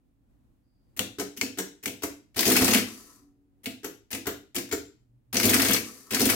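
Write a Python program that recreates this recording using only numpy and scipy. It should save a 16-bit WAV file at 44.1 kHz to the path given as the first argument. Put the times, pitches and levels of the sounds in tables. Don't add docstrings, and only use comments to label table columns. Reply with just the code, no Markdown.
import sys
import numpy as np
from scipy import signal
from scipy.fft import rfft, irfft, next_fast_len
from scipy.io import wavfile

SR = 44100
rng = np.random.default_rng(int(sys.argv[2]) if len(sys.argv) > 2 else 0)


def materialize(psi):
    bounded = np.clip(np.atleast_2d(psi).T, -1, 1)
    quanta = np.round(bounded * 32767).astype(np.int16)
    wavfile.write(sys.argv[1], SR, quanta)


def volts_from_db(level):
    exponent = np.asarray(level, float) / 20
    return 10 ** exponent


N = 280035
SIZE = next_fast_len(N)
FREQ = np.maximum(np.fft.rfftfreq(SIZE, 1 / SR), 1)
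TIME = np.arange(N) / SR

# (snap time [s], snap level [dB], travel from first contact [ms], contact level [dB],
# bottoming level [dB])
KEYS_DOWN = [
    (0.9922, -1, 21, -22, -25),
    (1.4123, -4.5, 41, -20.5, -19),
    (1.8576, -12.5, 23, -21.5, -13),
    (3.6581, -17.5, 18, -28, -35),
    (4.129, -16, 17.4, -18, -11.5),
    (4.5628, -13.5, 10.2, -13, -12),
]
# (stop time [s], stop level [dB], catch level [dB], rebound delay [ms],
# thump over click [dB])
KEYS_UP = [
    (1.1963, -14.5, -22.5, 13.6, -18),
    (1.5845, -13, -26, 13.4, -12.5),
    (2.0325, -14.5, -23.5, 2.3, -16.5),
    (3.8433, -18.5, -32.5, 12.2, -18.5),
    (4.2674, -13, -25, 21.9, -12.5),
    (4.724, -15.5, -17.5, 9.8, -15),
]
# (time [s], click level [dB], clack over click [dB])
BARS = [
    (2.36, -28, -7),
    (5.3278, -21.5, -9),
    (6.107, -21.5, -8),
]
# (time [s], level [dB])
STRAY = [(1.4624, -22.5), (1.848, -33), (2.3437, -32), (3.705, -30), (4.688, -27), (4.7494, -46),
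         (6.0972, -40)]
# (clutch time [s], strength [dB], pace [1 = from rest], head start of turning rotor [ms])
CYCLES = [
    (2.391, -0.1, 1.001, .01),
    (5.3676, 0.64, .999, 0.0063),
    (6.1454, -2, .945, 11),
]
# (time after clutch [ms], click [dB], then over the click: thump [dB], clack [dB],
# fizz [dB])
CAM_BLOWS = [(-25, -17, -7, -12, -12), (-13, -16, -14, -8, -15), (0, -6, -16, -18, -16),
             (62.5, -9, -6, -18, -13), (73, -9, -10, -19, -15), (85.5, -10, -6, -21, -11),
             (126, -12, -14, -18, -4), (166, -15, -12, -8, -12), (173, -10, -12, -9, -7),
             (195, -20, -12, -12, -14), (229, -13, -16, -8, -16), (316, -12, -3, -20, -13)]
# (time [s], click [dB], thump [dB], clack [dB])
RACKS = [(2.406, -10, -34, -14), (2.4284, -17.5, -16, 2), (2.4986, -10, -34, -15), (2.6118, -12.5, 3, -21),
         (2.644, -8, -17, -20), (2.6788, -10.5, -1, -6), (2.7338, -8.5, -6.5, -10), (2.745, -9, -7, -6),
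         (2.7794, -31.5, 7.5, 2), (5.3982, -13, -9, -4), (5.6176, -11.5, -3, -11), (5.648, -17.5, -6, -3),
         (5.708, -20, -33, -7), (5.7316, -8, -9, -34), (5.761, -30, 3, 3), (6.1646, -31, -17, 12)]
# (time after clutch [ms], gear chatter [dB], shaking of the frame [dB])
LOAD = [
    (-32.5, -71.5, -32),
    (11.5, -45.5, -40.5),
    (133.5, -30, -9),
    (160, -33.5, -22),
    (214.5, -35, -10.5),
    (288.5, -32.5, -34),
    (395, -30.5, -37),
    (453.5, -60, -23),
]
# (thump over click [dB], clack [dB], fizz [dB], rattle [ms])
GRAZE = (-14.5, -11, -9, 4)
CONTACT = (-27.5, -10, -7, 6.5)
SNAP = (-11.5, -15, -17, 8)
BOTTOM = (-16.5, -9, -11, 5.5)
CATCH = (-14, -8.5, -13.5, 12)
REBOUND = (-14.5, -7.5, -15.5, 5.5)
# (clack over click [dB], fizz [dB], rattle [ms])
STOP = (-10.5, -7.5, 10.6)
# (thump over click [dB], fizz [dB], rattle [ms])
BAR = (-1.5, -9.5, 11)
# (rise [ms], snap over rattle [dB])
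ATTACK_DOWN = (.5, 4.5)
ATTACK_TOUCH = (4.9, -9.5)
ATTACK_UP = (1.6, -10.5)
ATTACK_RUN = (1.6, -8)
# (frequency [Hz], density [dB per Hz])
STEEL_DOWN = [(410, -34), (700, -14.5), (1260, -20), (1420, -9), (1860, -8.5), (2290, -3), (3480, -11),
              (7040, -9.5), (10500, -14.5), (14400, -7), (15800, -10.5)]
STEEL_UP = [(410, -33), (700, -7.5), (1130, -13.5), (1400, -4.5), (1550, -9), (3970, -12.5), (5860, -12.5),
            (6770, -12), (7040, -6.5), (7810, -23.5), (15800, -9.5)]
STEEL_RUN = [(410, -32), (700, -10), (1080, -10), (1890, -2), (2550, 0), (3180, -8.5), (4400, -4),
             (8340, -9.5), (9630, -6.5), (13200, -9), (15800, -2)]
PAWL_HZ = [1250, 1650, 2150, 2700, 3400, 4300, 5200, 6600]
# (frequency [Hz], level [dB], T60 [s])
HAMMER = [(1484, -9.5, 0.086), (1720, -5.5, .035), (1946, -2.2, 0.031), (2257, -3.5, .03), (2550, 2, 0.02)]
# (time after clutch [ms], level [dB], flurry [ms])
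HAMMER_BLOWS = [(164.5, -37, 3.5), (177, -39.5, 6.5), (196, -43, 3.6), (229, -38.5, 2.1)]
# (frequency [Hz], level [dB])
LATCH = [(2820, -41.5), (2154, -38.5), (2125, -42), (2190, -51), (2060, -54.5), (3080, -43)]
# (frequency [Hz], T60 [s], level at each key stop [dB])
RINGS = [(7224, .105, -53), (11290, .14, -61), (5728, .12, -55), (1421, .045, -46), (13560, .08, -70)]
# (time [s], frequency [Hz], level [dB])
LOUD_RINGS = [
    (1.588, 5728, -47),
    (3.846, 11290, -47),
    (4.724, 7224, -39),
    (4.724, 5728, -53),
    (5.710, 13560, -28),
]
# (frequency [Hz], level for pushes down [dB], level for knocks up [dB], T60 [s])
BOOM = [(77, -17, -10, 0.1), (98.5, -12, -13, 0.55), (108.6, -7, -10, 0.14), (174, -19.5, -8.5, 0.069),
        (185, -11, -5.5, 0.16), (222.3, -2.5, -8.5, .2), (260.2, 0, -5, 0.15), (289, -2.5, 3, 0.15),
        (322.6, -4.5, -4, 0.21), (334, -2, -2, 0.36), (383.6, -7, -7, .15), (387.2, -8, 3, 0.3),
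        (434.4, -5.5, 6, 0.074), (488, -11.5, -9.5, 0.31), (523.3, -18.5, -12, 0.24),
        (575.3, -21, -14.5, 0.086), (671, -15.5, -10, 0.28), (729, -15.5, -13, 0.078),
        (694, -24, -27.5, 0.033)]
# (frequency [Hz], density [dB per Hz])
WHIRR = [(820, -31.5), (1400, -8), (1600, -11), (1870, -5), (2110, -9), (3490, -13), (4750, -2.5),
         (5320, -6.5), (5890, -2.5), (9850, -7), (10700, -3.5), (15200, -10), (16300, -19)]
# (frequency [Hz], width [Hz], level [dB])
BEARING = [(1000, 90, -2), (1150, 110, 0), (1310, 90, -3), (1800, 90, -9)]
# (whirr [dB], bearing groan [dB], shaking [dB]); the slope in [dB/s]
COAST_DB = (-42, -56.5, -38.5)
SAG_DB_PER_S = (-50.5, -92, -59.5)
# (whirr [dB], bearing groan [dB], shaking [dB])
REST_DB = (-36, -24, -26)
# (frequency [Hz], T60 [s])
ROOM_T60 = [(100, 0.39), (700, 0.29), (4800, 0.4), (12800, 0.22)]
# (frequency [Hz], left minus right [dB])
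BALANCE_DB = [(60, 0.5), (110, 1.0), (200, -3.5), (380, 0.0), (700, 2.0), (1290, 2.5), (2380, 3.5),
              (4400, 5.0), (8120, 5.5), (15000, 3.0)]
# (frequency [Hz], level [dB])
HUM = [(285, -66), (377, -80), (447, -86), (748, -92)]
# (time [s], level [dB])
HUM_FADE = [(2.85, -30), (2.98, 3), (3.3, 1), (3.62, -3)]
# (time [s], level [dB])
DRONE = [(4.9, -82), (5.05, -66), (5.2, -62), (5.33, -63)]
# (frequency [Hz], density [dB per Hz])
AIR = [(12, -45.5), (20, -16), (43, -1), (60, -3.5), (77, -10), (124, -5.5), (164, -14), (279, -9.5),
       (413, -25.5), (476, -24.5), (1310, -36), (5500, -47.5), (16300, -46)]
# (frequency [Hz], correlation [-1 to 1])
AIR_LIKE = [(60, 0.29), (130, 0.42), (290, 0.74), (640, -0.31), (1410, -0.79), (3100, -0.42), (6820, 0.26),
            (15000, -0.04)]
# (time [s], level [dB])
SQUEAK = [(.62, -104), (.66, -90), (.8, -88), (.95, -93)]


def unit(x):
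    return x / np.sqrt(np.mean(x ** 2))


def on_log(table, at_hz=FREQ):
    hz, value = np.transpose(table)
    return np.interp(np.log(at_hz), np.log(np.maximum(hz, 1)), value)


def colour(x, gain):
    return irfft(rfft(x, SIZE) * gain, SIZE)[..., :N]


def band(lo_hz, hi_hz):
    return 1 / np.sqrt((1 + (lo_hz / FREQ) ** 4) * (1 + (FREQ / hi_hz) ** 4))


def gain_curve(spans, col):
    total = 0
    for span in spans:
        times, levels = np.transpose(span)[[0, col]]
        total = total + volts_from_db(np.interp(TIME, times, levels, left=-200, right=-200))
    return total


def ring(force, hz, t60):
    pole = np.exp(2j * np.pi * hz / SR - np.log(1000) / (max(t60, .001) * SR))
    return signal.lfilter([0, pole.imag], [1, -2 * pole.real, abs(pole) ** 2], force + 1e-18)


def bursts(times, dbs, decays_ms, rise_ms, snap_db=-99):
    out, t_ms = np.zeros(N + 2048), np.arange(2048) / SR * 1000
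    for s, db, decay, rise, snap in np.broadcast(times, dbs, decays_ms, rise_ms, snap_db):
        i = int(s * SR)
        fall = np.exp(-t_ms / max(decay, .3)) + volts_from_db(snap) * np.exp(-t_ms / 0.65)
        out[i:i + len(t_ms)] += volts_from_db(db) * fall * (1 - np.exp(-t_ms / max(rise, .1)))
    return out[:N]


def pair(alike_hz):
    shared, left, right = rng.standard_normal((3, N))
    like = 1 / (1 + (FREQ / alike_hz) ** 2)
    shared = colour(shared, np.sqrt(like))
    own = colour(np.array([left, right]), np.sqrt(1 - like))
    return np.array([shared, np.roll(shared, 4)]) + own


def grit(scatter_db, grain_ms):
    size = np.repeat(rng.exponential(size=N), max(int(grain_ms * SR / 1000), 1))[:N]
    return unit(volts_from_db(scatter_db * size) * pair(2300))


def clock(cycle, ms):
    clutch, _, pace, early = cycle
    spin_up_ms = 13
    return clutch + (pace * ms - early * (1 - np.exp(-max(ms, 0) / spin_up_ms))) / 1000


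def blows():
    press, touch, release, cycle = [], [(s, db, *BOTTOM) for s, db in STRAY], [], []
    for s, db, travel, contact, bottom in KEYS_DOWN:
        hard = db + 13.5
        first = s - travel / 1000
        thump, rattle_ms = SNAP[0] - .55 * hard, SNAP[3] * np.exp(-hard / 10.5)
        press += [(s, db, thump, *SNAP[1:3], rattle_ms)]
        touch += [(first - .0069, contact - 3, *GRAZE)]
        touch += [(first, contact, *CONTACT), (s + .018, bottom, *BOTTOM)]
    for s, db, catch, after, thump in KEYS_UP:
        release += [(s - .0118, catch, *CATCH), (s, db, thump, *STOP)]
        release += [(s + after / 1000, db - 7.5, *REBOUND)]
    cycle += [(s, db, BAR[0], clack, *BAR[1:]) for s, db, clack in BARS]
    cam_rattle_ms, rack_fizz_db, rack_rattle_ms = 6.73, -9, 5.2
    for c in CYCLES:
        for ms, db, *row in CAM_BLOWS:
            if clock(c, ms) < N / SR:
                cycle += [(clock(c, ms), db + c[1], *row, cam_rattle_ms)]
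    cycle += [(*row, rack_fizz_db, rack_rattle_ms) for row in RACKS]
    return press, touch, release, cycle


def drive():
    return [[(clock(c, ms), gear + c[1], shake + c[1]) for ms, gear, shake in LOAD] for c in CYCLES]


def coast():
    free_ms, grab_ms, stick_ms, rest_ms = 476, 665, 770, 930
    ms = np.array([free_ms, grab_ms, grab_ms + 40, stick_ms, rest_ms])
    db = np.array(COAST_DB) + np.outer(np.minimum(ms, stick_ms) - free_ms, SAG_DB_PER_S) / 1000
    db = db + np.outer(ms > grab_ms, [0, 15, 0])
    db = db + np.outer(ms > stick_ms, REST_DB)
    return [[(clock(c, m), *row) for m, row in zip(ms, db)] for c in CYCLES]


def clatter():
    press, touch, release, cycle = blows()
    s, db, _, clack, fizz, ms = np.transpose(press + touch + release + cycle)
    centres = 720 * 2 ** (np.arange(14) / 3)
    steels = [STEEL_DOWN] * len(press + touch) + [STEEL_UP] * len(release) + [STEEL_RUN] * len(cycle)
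    attacks = [ATTACK_DOWN] * len(press) + [ATTACK_TOUCH] * len(touch)
    attacks += [ATTACK_UP] * len(release) + [ATTACK_RUN] * len(cycle)
    rise_ms, snap_db = np.transpose(attacks)
    tilt = np.array([on_log([(2000, c + 8.48), (5000, 0.001), (11000, f + 11.5)], centres)
                     for c, f in zip(clack, fizz)])
    patchy = 2.8 * rng.standard_normal((len(s), len(centres)))
    width_db = 10 * np.log10(centres / 16000)
    steel_db = np.array([on_log(steel, centres) for steel in steels])
    band_db = db[:, None] + steel_db + tilt + patchy + width_db
    contacts, gears, out = rfft(grit(0.43, .4), SIZE), gain_curve(drive(), 1), 0
    for k, hz in enumerate(centres):
        window = np.exp(-(3 * np.log2(FREQ / hz)) ** 2 * 1.4)
        part = unit(irfft(contacts * window, SIZE)[:, :N])
        fall_ms = ms * (hz / 5000) ** -.1
        struck = bursts(s, band_db[:, k] - 9.5, fall_ms, rise_ms, snap_db)
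        chatter = gears * volts_from_db(on_log(STEEL_RUN, hz) + width_db[k] - 2.0)
        out = out + (struck + chatter) * part
    return out


def pawls():
    load, out = gain_curve(drive(), 1) * volts_from_db(8), 0
    for hz in PAWL_HZ:
        hit = rng.random(N) < 22 / SR
        out = out + ring(load * hit * rng.standard_normal((2, N)), hz, .018)
    return out


def knocks():
    shared, left, right = rng.standard_normal((3, N))
    rattle = np.array([left, right]) + 0.25 * shared
    tick, out = np.zeros(N), 0
    latch_t60 = .045
    for (s, snap, *_), (hz, db) in zip(KEYS_DOWN, LATCH):
        tick[int((s + .0008) * SR)] = volts_from_db(snap - 17.5)
        latch = bursts(s, [db], 3.0, .5) * rattle
        out = out + ring(latch, hz, latch_t60) + ring(latch, hz * 1.07, latch_t60 / 2)
    struck = [(clock(c, at), d + c[1], m) for c in CYCLES for at, d, m in HAMMER_BLOWS
              if clock(c, at) < N / SR]
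    s, db, ms = np.transpose(struck)
    hammer = bursts(s, db, ms, 1.0) * rattle
    hammers = sum(volts_from_db(d) * ring(hammer, hz, t60) for hz, d, t60 in HAMMER)
    return out + ring(tick, 3000, .0025) + hammers


def rings():
    out = 0
    for hz, t60, db in RINGS:
        tap = np.zeros(N)
        taps = [(key[0], db) for key in KEYS_UP] + [(s, d) for s, f, d in LOUD_RINGS if f == hz]
        for s, size in taps:
            tap[int(s * SR)] += volts_from_db(size + 6)
        low, high = ring(tap, hz, t60), ring(tap, hz * 1.005, t60 / 2)
        out = out + np.array([low + high, low - high])
    return out


def push(blows, rise_ms, fall_ms):
    s, db, thump, *_ = np.transpose(blows)
    return bursts(s, db + thump, fall_ms, rise_ms)


def boom():
    press, touch, release, cycle = blows()
    shaking = gain_curve(drive(), 2) * volts_from_db(-19.0) + gain_curve(coast(), 3) * volts_from_db(-13.5)
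    down = (push(press + touch + cycle, 5.6, 9.46) + shaking) * rng.standard_normal(N)
    up = push(release, 0.47, 7.4) * rng.standard_normal(N)
    longest_t60, out = .09, 0
    for k, (hz, down_db, up_db, t60) in enumerate(BOOM):
        force = volts_from_db(down_db) * down + volts_from_db(up_db) * up
        out = out + (-1) ** k * ring(force, hz, min(t60, longest_t60))
    thud = volts_from_db(4.5) * colour(down + up, band(240, 610))
    return volts_from_db(-23.5) * colour(out, band(37, 2000) ** 2) + thud


def coasting():
    rub = (1 + 0.17 * np.sin(2 * np.pi * 32 * TIME)) * grit(2.4, 0.81)
    peaks = sum(volts_from_db(db) / (1 + (2 * (FREQ - hz) / width) ** 2) for hz, width, db in BEARING)
    whirr = gain_curve(coast(), 1) * unit(colour(rub, volts_from_db(on_log(WHIRR))))
    throb_db = -2.0 + 4.0 * np.sin(2 * np.pi * 10.0 * TIME + 1.8)
    groan = gain_curve(coast(), 2) * unit(colour(rub, peaks))
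    return volts_from_db(-5.0) * whirr + volts_from_db(throb_db) * groan


def room(x):
    t = np.maximum(TIME[:SR] - .003, 0)
    noise, tail = rfft(pair(560)[:, :SR]), 0
    hz = np.maximum(np.arange(SR // 2 + 1), 1)
    for centre in 62.5 * 2 ** np.arange(9):
        fade = np.log(1000) / on_log(ROOM_T60, centre)
        part = irfft(noise * np.exp(-np.log2(hz / centre) ** 2 * 2), SR)
        tail = tail + part * np.sqrt(2 * fade / SR) * np.exp(-fade * t) * (1 - np.exp(-t / 0.00043))
    return signal.fftconvolve(x, tail, axes=1)[:, :N]


def narrow(hz):
    return unit(colour(rng.standard_normal(N), 1 / (1 + ((FREQ - hz) / 4) ** 2)))


def hums():
    casing = sum(volts_from_db(db) * narrow(hz) for hz, db in HUM)
    return gain_curve([HUM_FADE], 1) * casing + gain_curve([DRONE], 1) * narrow(121)


def air():
    like = np.clip(on_log(AIR_LIKE), 0, .95)
    mid, side = (colour(rng.standard_normal(N), volts_from_db(on_log(AIR)) * np.sqrt(1 + sign * like))
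                 for sign in (1, -1))
    wander = unit(colour(rng.standard_normal(N), band(.3, 3)))
    skin = colour(rng.standard_normal((2, N)), 1 / (1 + ((FREQ - 4750) / 300) ** 4))
    squeak = gain_curve([SQUEAK], 1) * unit(skin)
    return volts_from_db(-66.5 + 1.5 * wander) * unit(np.array([mid + side, mid - side])) + squeak


def scene():
    steel = clatter() + rings() + coasting()
    body = boom()
    near = steel + body + room(volts_from_db(-4.0) * steel + volts_from_db(-1.5) * body)
    near = near + knocks() + pawls()
    lean = on_log(BALANCE_DB) / 2
    machine = np.array([colour(near[0], volts_from_db(lean)), colour(near[1], volts_from_db(-lean))])
    return machine + air() + hums()


def top_cut(x):
    return signal.sosfilt(signal.butter(12, 16440, fs=SR, output="sos"), x)


def record(dry):
    cut = signal.ellip(10, .3, 60, 16000, fs=SR, output="sos")
    return top_cut(signal.sosfilt(cut, dry))


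dry = scene()
out = record(dry)
materialize(out)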